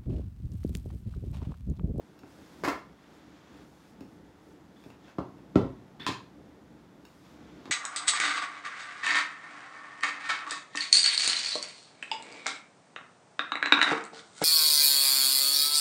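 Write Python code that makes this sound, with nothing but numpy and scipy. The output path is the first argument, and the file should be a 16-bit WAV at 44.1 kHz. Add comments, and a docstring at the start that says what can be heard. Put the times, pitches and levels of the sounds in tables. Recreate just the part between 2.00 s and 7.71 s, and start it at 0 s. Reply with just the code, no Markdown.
"""A folded cardboard game board is opened out on a wooden table in a small, live room.
It thuds on the table as bending waves and wood modes; its panels slap flat in bursts of tiny contacts.
The stiff crease squeaks, an unsteady tone over rasp, and snaps over with a crackle; light ticks ring the card.
Between the blows, hands and board slide softly as coloured noise over a low room rumble and thin hiss.
One microphone takes it all in; every blow and tick reaches it direct and with a diffuse room tail."""
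import sys
import numpy as np
from scipy import signal
from scipy.fft import rfft, irfft, next_fast_len
from scipy.io import wavfile
from scipy.ndimage import uniform_filter1d, map_coordinates

SR = 44100
rng = np.random.default_rng(int(sys.argv[2]) if len(sys.argv) > 2 else 0)


def int16_out(signal):
    """Quantize to a 16-bit WAV file."""
    q = np.round(np.clip(np.atleast_2d(signal).T, -1, 1) * 32767)
    wavfile.write(sys.argv[1], SR, q.astype(np.int16))


N = 251791
SIZE = 32768  # samples in the response to one blow
HZ = np.fft.rfftfreq(SIZE, 1 / SR)
AGE = np.arange(SIZE) / SR  # s since the blow
TIME = np.arange(N) / SR  # s since the start


def thuds(travel=0.00244, ring_db=-3, attack=0.0022, crush=0.013, crush_hz=1100):
    """Soft blows send bending waves through the board and set the table ringing."""
    # Colour of the board meeting the table: f/Hz, level/dB per Hz
    thud_colour = [(30, -56), (60, -8.5), (115, 1), (160, -3.5), (200, -6), (290, 0), (410, -5.5),
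                   (580, -14.5), (820, -16), (1000, -18.5), (1330, -22.5), (1600, -35), (3700, -38.5),
                   (6500, -50), (15000, -66)]
    # Ringing of the table top: f/Hz, level/dB before ring_db, t60/s
    table_modes = [(125.9, -13.5, 0.5), (192, -11.5, 0.19), (235, -28, 0.22), (261.1, -8.5, 0.26),
                   (358.4, -16.5, 0.34), (373, -18, .38), (401.2, -17, 0.18), (542, -22.5, 0.2),
                   (591, -22.5, 0.058), (733, -31, 0.31), (1080, -41, 0.2), (1090, -36.5, 0.9),
                   (1295, -39, 0.27)]
    track, ring = np.zeros(N), np.zeros(SIZE)
    card = pulse(thud_colour)
    for hz, db, t60 in table_modes:
        swell = 1 - np.exp(-AGE / attack)
        mode = np.sin(2 * np.pi * hz * AGE) * fade(AGE, t60) * swell
        ring += amp(db + ring_db) * mode / np.linalg.norm(mode)
    table = rfft(ring)
    # The bass is one push; the treble comes from the edge crushing down bit by bit.
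    whole = 1 / (1 + (HZ / crush_hz) ** 4)
    for s, db, *weights in thud_contacts():
        push = np.sqrt(whole) * bending(travel)
        crushing = np.sqrt(1 - whole) * burst(crush, rate=11000)
        add(track, s, db, (card * (push + crushing) + table) * touch(*weights))
    return track


def thud_contacts():
    """A blow lands near edge first, then far edge; a dropped board bounces ever faster."""
    # Dull blows of the board on the table, and at 3.546 s a puff of air pressed out just ahead of the drop:
    # t/s, level/dB, bass/dB, knock/dB, tick/dB,
    blows = [(0.234, -50, 4, -1.5, 4, 0.0045, 0), (2.008, -39.5, -2.5, -8, -10, 0, 0.0051),
             (2.86, -48.5, 3, 0, -22.5, 0.0012, 0.0043), (3.184, -29, 2, 6.5, 0, .006, 0.0058),
             (3.546, -41, -4, -6, -8, 0.00061, 0.00039), (3.5566, -13.5, 0.5, -5, -3, 0.016, 0.057),
             (3.948, -56.5, -9, 11, 3, 0, 0), (4.001, -47.5, 5.5, -18, -8, 0.0018, 0),
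             (4.087, -28, -1.5, -11, -17, 0.0085, 0.0018), (5.676, -46.5, 2.5, 5, -1, 0, 0.0033),
             (5.696, -39.5, -1, -11, -10, 0, 0.0048)]
    edge_loss_db, edge_bass_db, edge_knock_db = 9, -3.5, 3.5  # the far edge lands softer and hollower
    bounce_loss_db, bounce_fade_db = 16.5, 7.5  # the first bounce, then more for each later one
    bounce_shrink = 0.56  # each flight over the last
    bounce_bass_db, bounce_knock_db = -0.5, 4.5
    for s, db, bass_db, knock_db, tick_db, lag, flight in blows:
        yield s, db, bass_db, knock_db, tick_db
        if lag > 0:
            yield s + lag, db - edge_loss_db, bass_db + edge_bass_db, knock_db + edge_knock_db, tick_db
        if flight > 0:
            for k in range(3):
                s += flight * bounce_shrink ** k
                bounce_db = db - bounce_loss_db - k * bounce_fade_db
                yield s, bounce_db, bass_db + bounce_bass_db, knock_db + bounce_knock_db, tick_db


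def slaps():
    """A panel lands flat on its two edges, stiff card clapping with little bending."""
    # Colour of the panel landing: f/Hz, level/dB per Hz
    slap_colour = [(50, -18), (150, -12), (290, 2.5), (430, -5), (570, -3.5), (800, -10.5), (1100, -7.5),
                   (1650, -15.5), (2250, -18.5), (3100, -27), (4800, -27.5), (7000, -33.5), (9500, -38.5),
                   (15000, -41.5)]
    return claps(slap_contacts(), slap_colour, rate=4000, travel=0.00078)


def slap_contacts(clap_tick_db=-3, rattle_bass_db=-1, rattle_knock_db=3,
                  rock_bass_db=2, rock_knock_db=1, rock_tick_db=-5):
    """Each edge claps down dully and rattles; after the last the panel rocks to rest."""
    # The two edges landing: t/s, level/dB, rattle t30/s, rattle against clap/dB, rattle brightness/dB
    landings = [(0.6366, -28.5, 0.079, 0.5, 6), (0.677, -27.5, 0.034, -2.5, 6.5)]
    clap_chatter, rattle_delay = 0.014, 0.006  # s
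    rock_s, rock_loss_db, rock_chatter = 0.038, 10.5, 0.021  # s and dB per rock, then t30 in s
    for s, db, rattle, rattle_db, bright_db in landings:
        yield s, db, 0, 0, clap_tick_db, clap_chatter
        yield s + rattle_delay, db + rattle_db, rattle_bass_db, rattle_knock_db, bright_db, rattle
    for k in (1, 2):
        yield s + k * rock_s, db - k * rock_loss_db, rock_bass_db, rock_knock_db, rock_tick_db, rock_chatter


def snaps():
    """The stiff crease snaps over in a dense burst of contacts."""
    # Colour of the crease snapping: f/Hz, level/dB per Hz
    snap_colour = [(60, -5), (300, 4.5), (580, -13), (950, 3), (1350, -4), (1950, -9), (2600, -4.5),
                   (3000, -7), (3450, -4.5), (4300, -6.5), (5400, -14.5), (7200, -16.5), (10000, -27),
                   (15000, -39)]
    return claps(snap_contacts(), snap_colour, rate=9000, travel=0.00149)


def snap_contacts(crackle_bass_db=3, crackle_knock_db=-2):
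    """Each snap leaves the fibres crackling, and the hard ones far more."""
    # The crease snapping over: t/s, level/dB, bass/dB, knock/dB, tick/dB, chatter t30/s
    crease_snaps = [(3.999, -52, 1, 4, -8, 0.0011), (4.065, -27, -5, 0.5, -2, 0.0065),
                    (5.6554, -47, 4.5, 6, -4, 0.008)]
    crackle_delay, crackle_chatter = 0.008, 0.046  # s, t30 in s
    loudest_crackle_db, crackle_tick_db = -11, 10.5  # against the hardest snap; against the snap's tick
    crackle_grows = 1.4  # dB of crackle per dB of snap
    hardest_db = max(row[1] for row in crease_snaps)
    for s, db, bass_db, knock_db, tick_db, chatter in crease_snaps:
        yield s, db, bass_db, knock_db, tick_db, chatter
        crackle_db = hardest_db + loudest_crackle_db + crackle_grows * (db - hardest_db)
        bright_db = tick_db + crackle_tick_db
        yield s + crackle_delay, crackle_db, crackle_bass_db, crackle_knock_db, bright_db, crackle_chatter


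def claps(rows, spectrum, rate, travel):
    """Stiff card meets its support in a burst of contacts, spread a little by the bending panel."""
    track, card = np.zeros(N), pulse(spectrum) * bending(travel)
    for s, db, bass_db, knock_db, tick_db, chatter in rows:
        add(track, s, db, card * touch(bass_db, knock_db, tick_db) * burst(chatter, rate))
    return track


def ticks(chatter=0.0059, click_db=-8):
    """A light hard touch clicks and rings the card's high modes for a moment."""
    # Fingernails and edges touching the card: t/s, level/dB, brightness/dB
    touches = [(0.191, -68.5, 12.5), (0.2345, -54, -26), (2.0075, -60.5, 5.5), (2.839, -60, 0),
               (2.903, -54, -7), (3.081, -54.5, -13), (3.383, -65, -5), (5.052, -58, 5)]
    # What a light tick rings with: f/Hz, relative level/dB, t60/s
    tick_modes = [(960, 0, 0.0077), (1580, -1.5, .008), (2680, 1, 0.0081), (3870, -7, 0.0076),
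                  (4480, -9, .007), (5350, -5, 0.0058), (6870, -9.5, .005), (8600, -16, .003)]
    track, ring = np.zeros(N), np.zeros(SIZE)
    for hz, db, t60 in tick_modes:
        mode = np.sin(2 * np.pi * hz * AGE) * fade(AGE, t60)
        ring += amp(db) * mode / np.linalg.norm(mode)
    card = rfft(ring / np.linalg.norm(ring)) + amp(click_db)
    for s, db, bright_db in touches:
        tilt = causal(along([(1500, 0), (6000, bright_db)], HZ))
        add(track, s, db, card * tilt * burst(chatter, rate=4200))
    return track


def squeak(tone_db=-2, lower_db=-11, rasp_db=-3, waver=0.026):
    """The crease sticks and slips: an unsteady high tone and its lower octave over a papery rasp."""
    # The crease under strain: t/s, length/s, level/dB, starting f/Hz before waver, rise/Hz per s
    squeaks = [(2.76, .11, -71, 3450, 0), (3.039, 0.036, -69, 3450, 0), (3.999, .062, -47, 3374, 3600)]
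    # Colour of the rasp: f/Hz, level/dB per Hz
    rasp_colour = [(600, -16), (1300, 6), (1800, 12.5), (2500, 5), (3500, 4), (4400, 0), (5400, -5),
                   (6200, -17), (15000, -25.5)]
    track = np.zeros(N)
    for s, length, db, hz, rise in squeaks:
        pitch = hz + rise * np.clip(TIME - s, 0, length)
        phase = 2 * np.pi * np.cumsum(pitch * (1 + waver * wobble(550))) / SR
        octaves = np.sin(phase) + amp(lower_db) * np.sin(phase / 2)
        tone = unit(octaves * amp(5.8 * wobble(300)))
        rasp = unit(noise(rasp_colour) * amp(1.6 * wobble(900)))
        strain = stroke(s, length, attack=0.0033, release=0.004, swell_db=-2.5)
        track += strain * amp(db) * (amp(tone_db) * tone + amp(rasp_db) * rasp)
    return track


def sliding(grain_db=0.5):
    """Card and fingers slide with a noisy hiss, catching finely on the grain."""
    # The board sliding on the wood: t/s, length/s, level/dB
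    slides = [(.33, 0.31, -62.5), (1.02, .6, -63), (1.78, 0.087, -68.5), (2.8, .12, -69),
              (3.06, .03, -60.5), (5.26, 0.78, -61)]
    # Skin brushing the printed face: t/s, length/s, level/dB
    brushes = [(.02, 0.15, -79.5), (.3, .32, -69), (1.14, 0.03, -74), (1.57, 0.34, -74), (2.03, .12, -78),
               (2.44, 0.086, -75.5), (2.81, .08, -73), (5.08, 0.25, -73.5)]
    # Colours of board on wood and of skin on card: f/Hz, level/dB per Hz
    slide_colour = [(200, -22), (500, 8), (1500, 5.5), (2400, 0.5), (3100, -1), (3450, 1.5), (3900, -3),
                    (7200, -10), (8500, -21), (15000, -27.5)]
    brush_colour = [(2000, -11.5), (5000, 1.5), (8000, -3), (15000, -10)]
    board = rubbing(slides, attack=0.095, release=0.078, swell_db=4, rest_db=-67.5)
    skin = rubbing(brushes, attack=0.091, release=0.07, swell_db=1.5, rest_db=-80.5)
    grain = unit(amp(grain_db * wobble(350)))
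    return grain * (board * noise(slide_colour) + skin * noise(brush_colour))


def rubbing(rows, attack, release, swell_db, rest_db):
    """Gain of a series of strokes over the faint friction of holding the board."""
    power = sum((amp(db) * stroke(s, length, attack, release, swell_db)) ** 2 for s, length, db in rows)
    return np.sqrt(power + amp(rest_db) ** 2)


def stroke(start, length, attack, release, swell_db):
    """Gain of one movement: it rises, holds while changing by swell_db, and lets go."""
    end = start + length
    gate = np.interp(TIME, [start - attack, start, end, end + release], [0, 1, 1, 0])
    progress = np.clip((TIME - start) / length, 0, 1)
    return gate * amp(swell_db * (progress - 0.5))


def background(rumble_db=-54.5, hiss_db=-67, drift_db=2.0):
    """The room at rest: a low rumble of drifting level and a thin steady hiss."""
    # Colours of the quiet room, low and high: f/Hz, level/dB per Hz
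    rumble_colour = [(18, -62), (30, -29), (40, -21), (59, -7), (77, -6), (97, -10.5), (177, -2), (263, -5),
                     (300, 1), (338, -6.5), (494, -11.5), (556, -14), (814, -22.5), (876, -16),
                     (1000, -32.5), (1300, -72), (2200, -120)]
    hiss_colour = [(410, -23.5), (700, -3), (1480, -9), (1660, -13.5), (1820, -10.5), (3230, -30),
                   (4600, -28), (14600, -34.5), (16000, -46)]
    rumble = amp(rumble_db + drift_db * wobble(10)) * noise(rumble_colour)
    return rumble + amp(hiss_db) * noise(hiss_colour)


def pulse(spectrum):
    """Response of the card to a contact of this colour, with energy 1."""
    # Resonances of the card itself, in thuds, slaps and snaps: f/Hz, width/Hz, level/dB
    card_modes = [(271.6, 60, 4.5), (403.6, 34, 6), (1029, 70, 6), (1345, 30, 4), (1574, 69, 4),
                  (1764, 180, 6.5), (2200, 190, 5.5), (2710, 76, 4.5), (3480, 280, 2), (4300, 660, 1),
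                  (5015, 1000, 3), (6800, 790, 2.5)]
    peaks = sum(db / (1 + (2 * (HZ - hz) / width) ** 2) for hz, width, db in card_modes)
    response = causal(along(spectrum, HZ) + peaks)
    return response / np.linalg.norm(irfft(response))


def bending(travel):
    """Bending waves are slower in the bass: travel is their delay in s at 300 Hz."""
    return np.exp(-4j * np.pi * travel * np.sqrt(300 * HZ))


def burst(chatter, rate):
    """Spectrum of a run of tiny contacts, rate a second, dying by 30 dB in chatter seconds."""
    contacts = rng.standard_normal(SIZE) * (rng.random(SIZE) < rate / SR)
    contacts[0] = 1
    return even(contacts * fade(AGE, 2 * chatter), size=600)


def touch(bass_db, knock_db, tick_db):
    """Where and how hard the board lands shifts the weight of bass, knock and tick."""
    return causal(along([(450, bass_db), (700, knock_db), (900, knock_db), (2200, tick_db)], HZ))


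def room(build=0.0023):
    """Direct sound plus a fresh diffuse tail that builds up as the walls answer."""
    # How long the room rings: f/Hz, t60/s
    room_t60 = [(100, 0.52), (300, 0.24), (1000, 0.34), (4500, 0.33), (13000, 0.27)]
    # How loud the tail is against the direct sound: f/Hz, level/dB
    room_db = [(60, -4.5), (120, -7), (260, -7.5), (600, 1.5), (1200, 1.5), (4000, -0.5), (13000, -2)]
    hz, t, z = signal.stft(rng.standard_normal(SIZE), SR, nperseg=256)
    decaying = z * fade(t, along(room_t60, hz)[:, None])
    tail = signal.istft(decaying, SR, nperseg=256)[1][:SIZE]
    tail *= 1 - np.exp(-(AGE / build) ** 2)
    return 1 + even(tail, size=160) * amp(along(room_db, HZ))


def add(track, s, db, response):
    """Place one blow in the room; db is the rms over 10 ms of a response of energy 1, before the room."""
    lead = 256  # samples kept ahead of the blow, since evened spectra spread a little backwards
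    sound = np.roll(irfft(response * room()), lead) * amp(db) * np.sqrt(SR / 100)
    part = track[round(s * SR) - lead:][:SIZE]
    part += sound[:len(part)]


def amp(db):
    """Decibels to gain."""
    return 10 ** (np.asarray(db) / 20)


def unit(x):
    """Scale to rms 1."""
    return x / np.sqrt(np.mean(x ** 2) + 1e-20)


def along(points, hz):
    """Read (Hz, value) points on a log axis, level beyond the ends."""
    f, v = np.transpose(points)
    return np.interp(np.log(hz + 1), np.log(f + 1), v)


def fade(t, t60):
    """Exponential decay by 60 dB in t60 seconds."""
    return np.exp(-np.log(1000) * t / np.maximum(t60, 1e-4))


def filtered(x, gain):
    """x times a gain that depends on frequency."""
    m = next_fast_len(N + SIZE)
    return irfft(rfft(x, m) * gain(np.fft.rfftfreq(m, 1 / SR)), m)[:N]


def noise(spectrum):
    """Coloured noise of rms 1."""
    return unit(filtered(rng.standard_normal(N), lambda hz: amp(along(spectrum, hz))))


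def wobble(rate):
    """A smooth random curve, rate knots a second."""
    return map_coordinates(rng.standard_normal(int(N * rate / SR) + 4), [TIME * rate])


def causal(db):
    """The minimum-phase response with these gains, which never sounds before its cause."""
    cepstrum = irfft(np.log(amp(db)))
    cepstrum[1:SIZE // 2] *= 2
    cepstrum[SIZE // 2 + 1:] = 0
    return np.exp(rfft(cepstrum))


def even(x, size):
    """Spectrum of x with its fine ripple kept and its broad trend, over size bins, made flat."""
    z = rfft(x, SIZE)
    return z / np.sqrt(np.abs(uniform_filter1d(np.abs(z) ** 2, size)) + 1e-20)


def scene():
    """All sources at one microphone."""
    blows = thuds() + slaps() + snaps() + ticks()
    return (blows + squeak() + sliding() + background())[None]


def record(dry, low_cut_hz=36, top_hz=15800):
    """The microphone loses the deepest bass; the recorder keeps nothing above its band limit."""
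    low_cut = signal.butter(3, low_cut_hz, "high", fs=SR, output="sos")
    thinned = signal.sosfilt(low_cut, dry[0])
    return filtered(thinned, lambda hz: hz < top_hz)[None]


dry = scene()
out = record(dry)
int16_out(out)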